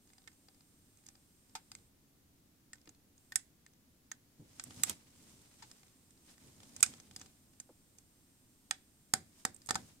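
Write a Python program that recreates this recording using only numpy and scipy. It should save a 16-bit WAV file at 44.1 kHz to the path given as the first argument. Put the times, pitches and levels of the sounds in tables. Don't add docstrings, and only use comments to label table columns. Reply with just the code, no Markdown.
import sys
import numpy as np
from scipy import signal
from scipy.fft import rfft, irfft, next_fast_len
from scipy.io import wavfile
from scipy.ndimage import uniform_filter1d

SR = 44100
rng = np.random.default_rng(int(sys.argv[2]) if len(sys.argv) > 2 else 0)


def file_out(sig):
    cols = np.atleast_2d(sig).T
    lim = np.clip(cols, -1, 1)
    pcm = np.round(lim * 32767).astype(np.int16)
    wavfile.write(sys.argv[1], SR, pcm)


N = 440991
TIME = np.arange(N) / SR

# t/s, level/dB, depth/dB, hardness/dB, ping/dB, favoured f/Hz, lift/dB, contact t60/s, pan left/dB
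PLUG_SLIPS = [(0.2755, -16.5, 23, 6, -2, 2100, 9, 0.024, -4.5),
              (1.5519, -3, 21.5, 9, -12, 875, 10, 0.06, 0.5), (1.717, -10.5, 15, 9, -11, 4700, 8, 0.013, 3),
              (1.7515, -4.5, 2, -9, -18, 2180, 10, 0.0039, 3.5),
              (2.7326, -5, 2, -1, 6.5, 1410, 7, .008, 1.5), (3.321, -13, 23, 16, 7.5, 2070, 3, 0.018, -1),
              (3.3578, 15, -1.5, 2.5, -4, 10160, 16, 0.0057, 0),
              (3.3598, 11.5, -7, 2, 7.5, 5400, 11, 0.013, -2), (3.664, -18, 11, 1, 3, 2210, 5, .009, 0),
              (4.1157, -7, 18, 12, 5, 6800, 13, 0.015, -0.5), (4.5969, 1, 9.5, -14, 0, 4400, 0, 0.013, 1.5),
              (4.6388, 0, -14.5, 6, -5, 1110, 18, .0074, 2.5),
              (4.8344, 4.5, -2, 17, 5, 3880, 17, 0.0047, -4),
              (4.8354, 17.5, 0.5, 10, -5, 1180, 9, 0.011, -2),
              (4.896, 8.5, 0, 12.5, -14, 3220, 12.5, .013, 0.5),
              (5.623, -13.5, 22, 3, -8, 900, 10, 0.081, 1.5),
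              (6.8284, 27, -8, 0, -9, 1354, 14.5, .0105, -0.5),
              (6.832, 17.5, 1.5, -1, -15.5, 2450, 11.5, 0.03, -1),
              (8.71, 9.5, 14, 2, 0, 3270, 7, 0.012, -3.5)]
# t/s, level/dB, depth/dB, hardness/dB, favoured f/Hz, lift/dB, contact t60/s
PLUG_KNOCKS = [(9.1378, 18.5, -3.5, 3, 4880, 4, 0.0063), (9.4515, 13.5, -2.5, -1, 1130, 2, 0.01),
               (9.689, 1.5, 4.5, -1, 1350, 2, 0.023), (9.695, -3, 3, -4, 4350, 12, 0.022),
               (9.7078, 11.5, 2, -4.5, 3480, 2.5, 0.014), (9.7453, -4, -2, 2, 4760, 13, 0.017),
               (9.755, 6, 6, -4, 1180, 5, 0.022)]
# t/s, level/dB, depth/dB, favoured f/Hz
LIGHT_TICKS = [(0.102, -34.5, 19.5, 1930), (0.1336, -22.5, 2, 2170), (2.756, -30, 7, 1530),
               (4.708, -19, 16.5, 3000), (5.832, -27.5, 14, 2050), (6.107, -23.5, -4, 8170),
               (6.38, -26, 8, 1900), (6.603, -24, 13.5, 3100), (0.182, -26, 12.5, 4700),
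               (0.485, -28, 18, 4750), (0.6073, -33, 17, 4750), (0.9728, -24.5, -14, 6460),
               (1.065, -11.5, -11, 5700), (1.087, -12, -2.5, 5900), (1.1536, -30, 15, 4830),
               (2.874, -26.5, 21, 2700), (2.8918, -16.5, 2, 6700), (3.179, -27, -1, 6640),
               (5.7137, -15.5, 4.5, 5300), (6.632, -18.5, 7.5, 3080), (6.764, -4, -7.5, 5830),
               (6.8057, -4, -14.5, 7500), (6.862, -3, 2, 5940), (6.9375, -18, 11.5, 3200),
               (7.0, -16.5, 6.5, 5940), (7.1112, -21, 12, 3100), (7.1622, -3, -2.5, 4970),
               (7.197, -16, -4, 6200), (7.214, -12, 8, 5940), (7.26, -22, 9, 3050),
               (7.6003, -3.5, -8, 6110), (7.985, -15.5, -6, 6060), (9.545, -11.5, -33, 8600),
               (9.563, -17, -11, 8550), (9.6182, -23, 5, 4870), (9.6605, -9.5, -23, 10050),
               (9.671, -9, -14, 10050)]
# f/Hz, level/dB
SLIP_EQ = [(250, -16), (800, -18), (1300, -12), (1900, -6.5), (4400, -4.5), (7800, 0.5), (12500, -4)]
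KNOCK_EQ = [(250, 2), (900, 2.5), (1400, 2), (1900, 1), (2800, -3), (4400, 1.5), (7800, 0)]
TICK_EQ = [(250, 3), (900, -7), (1400, -5.5), (2000, -3.5), (4400, 0.5), (7800, 0), (12500, -1)]
# f/Hz, share of the depth or hardness
DEPTH_CURVE = [(250, .6), (900, 1), (1900, 0.61), (4400, 0.62), (7800, 0), (12500, -.05)]
HARDNESS_CURVE = [(7800, 0), (12500, 1)]
# f/Hz, width/Hz, left level/dB, right level/dB
CHASSIS_MODES = [(111.7, 28, -17.5, -12.5), (210, 170, -14, -16), (477, 71, -14, -18),
                 (761, 20, -3.5, -5.5), (1524, 27, -11.5, -5), (866, 100, -7.5, -11),
                 (1297, 230, -10, -8.5), (1822, 95, -2, -4), (2090, 180, -10.5, -12),
                 (2456, 107, -12, -11.5), (2830, 170, -15, -19), (3580, 470, -19.5, -11.5),
                 (4170, 100, -11.5, -28.5), (4815, 160, -8.5, -18), (5260, 500, -11.5, -12.5),
                 (6290, 185.3, -9.5, -8), (6710, 240, -12.5, -5.5), (7090, 80, -24, -5.5),
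                 (7648, 40, -14, -0.5), (7660, 200, -17.5, -6.5), (8160, 350, -28, -4),
                 (8910, 190, -21.5, -10), (9780, 330, -20.5, -15.5), (10350, 96, -20, -15),
                 (11260, 440, -24.5, -19.5), (12850, 1086, -25.5, -23.5), (14400, 1815, -30, -30.5)]
# peak t/s, rise/s, fall/s, swish level/dB, hand weight level/dB
FINGER_STROKES = [(1.79, 0.15, 0.057, -78, -69), (4.58, 0.11, 0.072, -70, -78),
                  (4.8, 0.17, 0.13, -58.5, -58), (4.872, 0.014, 0.025, -49, -69),
                  (4.903, 0.024, 0.018, -45.5, -47), (5.3, 0.26, 0.19, -66, -66.5),
                  (5.68, 0.3, 0.24, -68, -71), (6.32, .07, 0.021, -64, -72),
                  (6.47, .07, 0.058, -66.5, -62.5), (6.69, 0.24, 0.41, -66.5, -61.5),
                  (6.807, .005, .007, -51, -72.5), (6.89, .08, 0.079, -59.5, -62),
                  (7.21, 0.08, 0.082, -65, -67), (9.4, 0.063, 0.046, -66, -77),
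                  (9.78, 0.099, 0.15, -63, -61)]
# f/Hz, level/dB
SWISH_EQ = [(240, -33.5), (400, -6.5), (994, -5), (1510, -10.5), (3750, -5.5), (4050, -5.5), (4440, -5.5),
            (5030, -3), (8370, -1.5), (14400, -16.5), (16000, -24.5)]
SCRAPE_EQ = [(300, -24.5), (800, -3.5), (1300, -3), (2000, -0.5), (3200, -2.5), (5200, -5), (9000, -22.5),
             (16000, -39)]
RUMBLE_EQ = [(30, -21), (55, -13), (85, -0.5), (140, -3), (250, -1), (400, -12.5), (700, -19), (1500, -41)]
# t/s, level/dB, f/Hz, t60/s
HAND_BUMPS = [(2.875, -55.5, 300, 0.11), (4.397, -47, 157, 0.094), (4.661, -50.5, 257, 0.096),
              (4.771, -49, 106, 0.14), (4.897, -52.5, 172, .09)]
# start t/s, end t/s, starting sharpness of the fundamental/Hz
WHINE_TIMES = [(0, 1.9, 3), (3.151, 3.4, 13), (5.12, 10, 8.5)]
# harmonic number, level/dB
WHINE_HARMONICS = [(9, -82.5), (10, -78.5), (11, -80), (12, -88), (13, -89), (14, -89), (15, -92),
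                   (16, -90), (17, -88), (18, -93)]
# f/Hz, t60/s
NEAR_DECAY = [(150, .22), (800, .17), (2500, .14), (8000, .14), (15000, .11)]
LATE_DECAY = [(150, 0.4), (800, 0.34), (2500, .42), (8000, 0.32), (15000, 0.249)]
# f/Hz, level/dB
REVERB_EQ = [(120, -0.5), (400, 5.5), (1000, 0), (2400, 3.5), (3800, 4), (6000, 0), (8000, 0), (11000, 4.5),
             (14000, -9.5)]
# f/Hz, level/dB
ROOM_TONE_EQ = [(20, -11), (33, -10.5), (48, -11.5), (80, -5.5), (180, -9), (270, -7), (350, -14),
                (450, -19), (900, -25.5), (2800, -28.5), (7000, -27), (10000, -29), (15000, -28),
                (16000, -32)]
# f/Hz, correlation
STEREO_LIKENESS = [(60, .88), (290, .85), (640, 0.22), (1400, 0.031), (16000, 0)]


def clicks(size=8192, rise_s=.0006, snap=2.1, gain_db=1.3, ping_hz=1853, ping_width_hz=140):
    hz, t = np.fft.rfftfreq(size, 1 / SR), np.arange(size) / SR
    direct, send = np.zeros((2, 2, N))
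    modes = chassis(hz)
    body = causal(modes)
    diffuse_body = causal(np.sqrt(uniform_filter1d(modes ** 2, size=120, axis=1).clip(0)))
    fade = np.clip(3 - 4 * t / t[-1], 0, 1)
    lead_s, margin_s = .0003, .002
    for eq, s, db, depth_db, hard_db, ping_db, ring_hz, lift_db, t60, pan_db in contacts():
        chatter = rng.standard_normal((2, size)) * (1 - np.exp(-t / rise_s))
        chatter *= amp(-60 * t / max(t60, .002))
        chatter[:, round(rise_s * SR)] += snap
        force = paired(rfft(np.roll(chatter, round(margin_s * SR), axis=1)), hz)
        power = uniform_filter1d(abs(force) ** 2, size=85, axis=1)
        force /= np.sqrt(uniform_filter1d(power, size=85, axis=1))
        force_db = db + read(eq, hz) + depth_db * read(DEPTH_CURVE, hz)
        force *= causal(amp(force_db + hard_db * read(HARDNESS_CURVE, hz)))
        spot_db = lift_db * bell_curve(hz, ring_hz, width_hz=0.059 * ring_hz + 80)
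        spot_db += ping_db * bell_curve(hz, ping_hz, ping_width_hz)
        start = s - lead_s - margin_s
        pan = amp([[pan_db / 2], [-pan_db / 2]])
        add(direct, start, irfft(force * body * causal(amp(spot_db))) * fade * pan)
        add(send, start, irfft(force * diffuse_body * causal(amp(.6 * spot_db))) * fade)
    return amp(gain_db) * direct, amp(gain_db) * send


def contacts(grit_count=55, grit_within_s=0.075, grit_db=-33, grit_depth_db=8.5):
    anchors = [row[0] for row in PLUG_SLIPS + LIGHT_TICKS]
    grit = []
    for which, when, force, spot in rng.random((grit_count, 4)):
        s = abs(anchors[int(which * len(anchors))] + grit_within_s * (2 * when - 1))
        grit.append((s, grit_db - (2 * force - 1), grit_depth_db, np.interp(spot, [0, 1], [2000, 7000])))
    knock_ping_db, knock_pan_db = -3.5, -1.3
    tick_ping_db, tick_lift_db, tick_t60_s = -6, 10, 0.015
    slips = [(SLIP_EQ, *row) for row in PLUG_SLIPS]
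    knocks = [(KNOCK_EQ, s, db, depth, hard, knock_ping_db, hz, lift, t60, knock_pan_db)
              for s, db, depth, hard, hz, lift, t60 in PLUG_KNOCKS]
    ticks = [(TICK_EQ, s, db, depth, 0, tick_ping_db, hz, tick_lift_db, tick_t60_s, 0)
             for s, db, depth, hz in LIGHT_TICKS + grit]
    return slips + knocks + ticks


def chassis(hz, skirt=2.2):
    centre, width, left_db, right_db = np.transpose(CHASSIS_MODES)
    detune = (hz[:, None] - centre) / width
    power = 1 / (1 + (2 * detune) ** 2) / (1 + (detune / skirt) ** 2)
    return np.sqrt(amp([left_db, right_db]) ** 2 @ power.T)


def rubbing(catches_per_s=400, catch_decay_s=.0012, uneven_db=0.5):
    catches = (rng.random(N) < catches_per_s / SR) * np.minimum(rng.exponential(.4, N), 1)
    spurts = signal.lfilter([1], [1, -np.exp(-1 / (catch_decay_s * SR))], catches)
    friction = rng.standard_normal((2, N)) * (1 + spurts)
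    swell = stroke_envelope([row[3] for row in FINGER_STROKES]) * amp(uneven_db * drift(32))
    return coloured(friction, SWISH_EQ) * swell * amp([[1.5], [2.5]])


def scraping(db=-9.0, uneven_db=5.5, grip_hz=35):
    grip = amp(db + uneven_db * np.minimum(drift(grip_hz), 2))
    return noise(SCRAPE_EQ) * stroke_envelope([row[3] for row in FINGER_STROKES]) * grip


def stroke_envelope(peaks_db, shape=1.03):
    power = np.zeros(N)
    for (s, rise_s, fall_s, *_), db in zip(FINGER_STROKES, peaks_db):
        span = slice(max(round((s - 6 * rise_s) * SR), 0), round((s + 6 * fall_s) * SR))
        from_peak = np.maximum((s - TIME[span]) / rise_s, (TIME[span] - s) / fall_s)
        power[span] += (amp(db) * np.exp(-from_peak ** shape)) ** 2
    return np.sqrt(power)


def rumble(tremor_db=2.0, boom_db=-61.5, boom_share=0.56):
    weight = stroke_envelope([row[4] for row in FINGER_STROKES]) * amp(tremor_db * drift(11))
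    boom = sum(amp(boom_share * db + boom_db) * struck(s, rise_s=.004, t60=0.44)
               for s, db, *_ in PLUG_KNOCKS)
    return noise(RUMBLE_EQ) * np.hypot(weight, boom)


def hand_bumps(rise_s=0.0011, shudder_db=-7.0, shudder_t60_s=0.26):
    thump = sum(amp(db) * struck(s, rise_s, t60) * np.sin(2 * np.pi * hz * (TIME - s))
                for s, db, hz, t60 in HAND_BUMPS)
    shudder = sum(amp(db + shudder_db) * struck(s, rise_s, shudder_t60_s) for s, db, *_ in HAND_BUMPS)
    return thump + shudder * noise(RUMBLE_EQ)


def creak(at_s=7.69, length_s=.036, start_hz=600, end_hz=225, db=-57.0, roughness=0.3):
    t, out = np.arange(0, length_s, 1 / SR), np.zeros((2, N))
    glide = start_hz * (end_hz / start_hz) ** (t / length_s)
    pitch = glide * (1 + roughness * drift(380)[:len(t)])
    phase = 2 * np.pi * np.cumsum(pitch) / SR
    envelope = signal.windows.tukey(len(t), .2) * np.sqrt(1 - (t / length_s) ** 2)
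    tone = (np.sin(phase) + .3 * np.sin(2 * phase)) * envelope
    add(out, at_s, amp(db) * np.array([tone, tone]))
    return out


def whine(fundamental_hz=822.8, settle_s=2.8, waver_hz=1.2, fade_s=0.02):
    out = np.zeros((2, N))
    pan = amp([[-8], [-1.5]])
    for start, end, sharp_hz in WHINE_TIMES:
        t = np.arange(0, min(end - start, N / SR - .001), 1 / SR)
        pitch = fundamental_hz + sharp_hz * np.exp(-t / settle_s) + waver_hz * drift(73)[:len(t)]
        phase = 2 * np.pi * np.cumsum(pitch) / SR
        tone = sum(amp(db) * np.sin(round(k) * phase) for k, db in WHINE_HARMONICS)
        gate = np.clip(np.minimum(t, t[-1] - t) / fade_s, 0, 1)
        add(out, start, np.sqrt(2) * tone * gate * pan)
    return out


def hiss(db=-78.0, fade_s=.06):
    gate = sum(np.clip(np.minimum(TIME - start, end - TIME) / fade_s, 0, 1)
               for start, end, _ in WHINE_TIMES)
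    return amp(db) * gate * noise(SWISH_EQ)


def reflections(send, decay, predelay_s, size=26000):
    hz, t, bands = signal.stft(rng.standard_normal((2, size)), SR, nperseg=256)
    envelope = amp(-60 * t / read(decay, hz)[:, None] + read(REVERB_EQ, hz)[:, None])
    tail = signal.istft(bands * envelope, SR, nperseg=256)[1]
    tail = np.pad(tail / np.linalg.norm(tail[0]), ((0, 0), (round(predelay_s * SR), 0)))
    return signal.oaconvolve(send, tail, axes=1)[:, :N]


def room_tone(db=-68.1):
    return noise(ROOM_TONE_EQ) * amp(db)


def amp(db):
    return 10 ** (np.asarray(db) / 20)


def unit_rms(x):
    return x / np.sqrt(np.mean(x ** 2) + 1e-20)


def read(curve, hz):
    f, value = np.transpose(curve)
    return np.interp(np.log(hz + 1), np.log(f + 1), value)


def bell_curve(hz, centre_hz, width_hz):
    return 1 / (1 + ((hz - centre_hz) / width_hz) ** 2)


def add(mix, s, sound):
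    part = mix[:, max(round(s * SR), 0):][:, :sound.shape[1]]
    part += sound[:, :part.shape[1]]


def struck(s, rise_s, t60):
    t = np.clip(TIME - s, 0, 3 * t60)
    return (1 - np.exp(-t / rise_s)) * amp(-60 * t / t60)


def drift(rate_hz):
    hz = np.fft.rfftfreq(N, 1 / SR)
    return unit_rms(irfft(rfft(rng.standard_normal(N)) * np.exp(-(hz / rate_hz) ** 2), N))


def paired(spectra, hz):
    left, right = spectra
    shared = np.clip(read(STEREO_LIKENESS, hz), 0, 1)
    return np.array([shared * right + np.sqrt(1 - shared ** 2) * left, right])


def coloured(x, eq):
    size = next_fast_len(N)
    hz = np.fft.rfftfreq(size, 1 / SR)
    spectra = paired(rfft(x, size), hz) * amp(read(eq, hz))
    return unit_rms(irfft(spectra, size)[:, :N])


def noise(eq):
    return coloured(rng.standard_normal((2, N)), eq)


def causal(gain):
    cepstrum = irfft(np.log(np.maximum(gain, 1e-5)))
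    half = cepstrum.shape[-1] // 2
    cepstrum[..., 1:half] *= 2
    cepstrum[..., half + 1:] = 0
    return np.exp(rfft(cepstrum))


def scene(near_db=-17, late_db=-28.0, crossfeed=0.11):
    direct, send = clicks()
    send = (1 - crossfeed) * send + crossfeed * send[::-1]
    near = amp(near_db) * reflections(send, NEAR_DECAY, predelay_s=.003)
    late = amp(late_db) * reflections(send, LATE_DECAY, predelay_s=.012)
    handling = creak() + rubbing() + scraping() + rumble() + hand_bumps()
    return direct + near + late + handling + whine() + hiss() + room_tone()


def record(dry, cutoff_hz=15900):
    lowpass = signal.firwin(255, cutoff_hz, window=("kaiser", 9), fs=SR)
    return signal.oaconvolve(dry, lowpass[None], "same", axes=1)


dry = scene()
out = record(dry)
file_out(out)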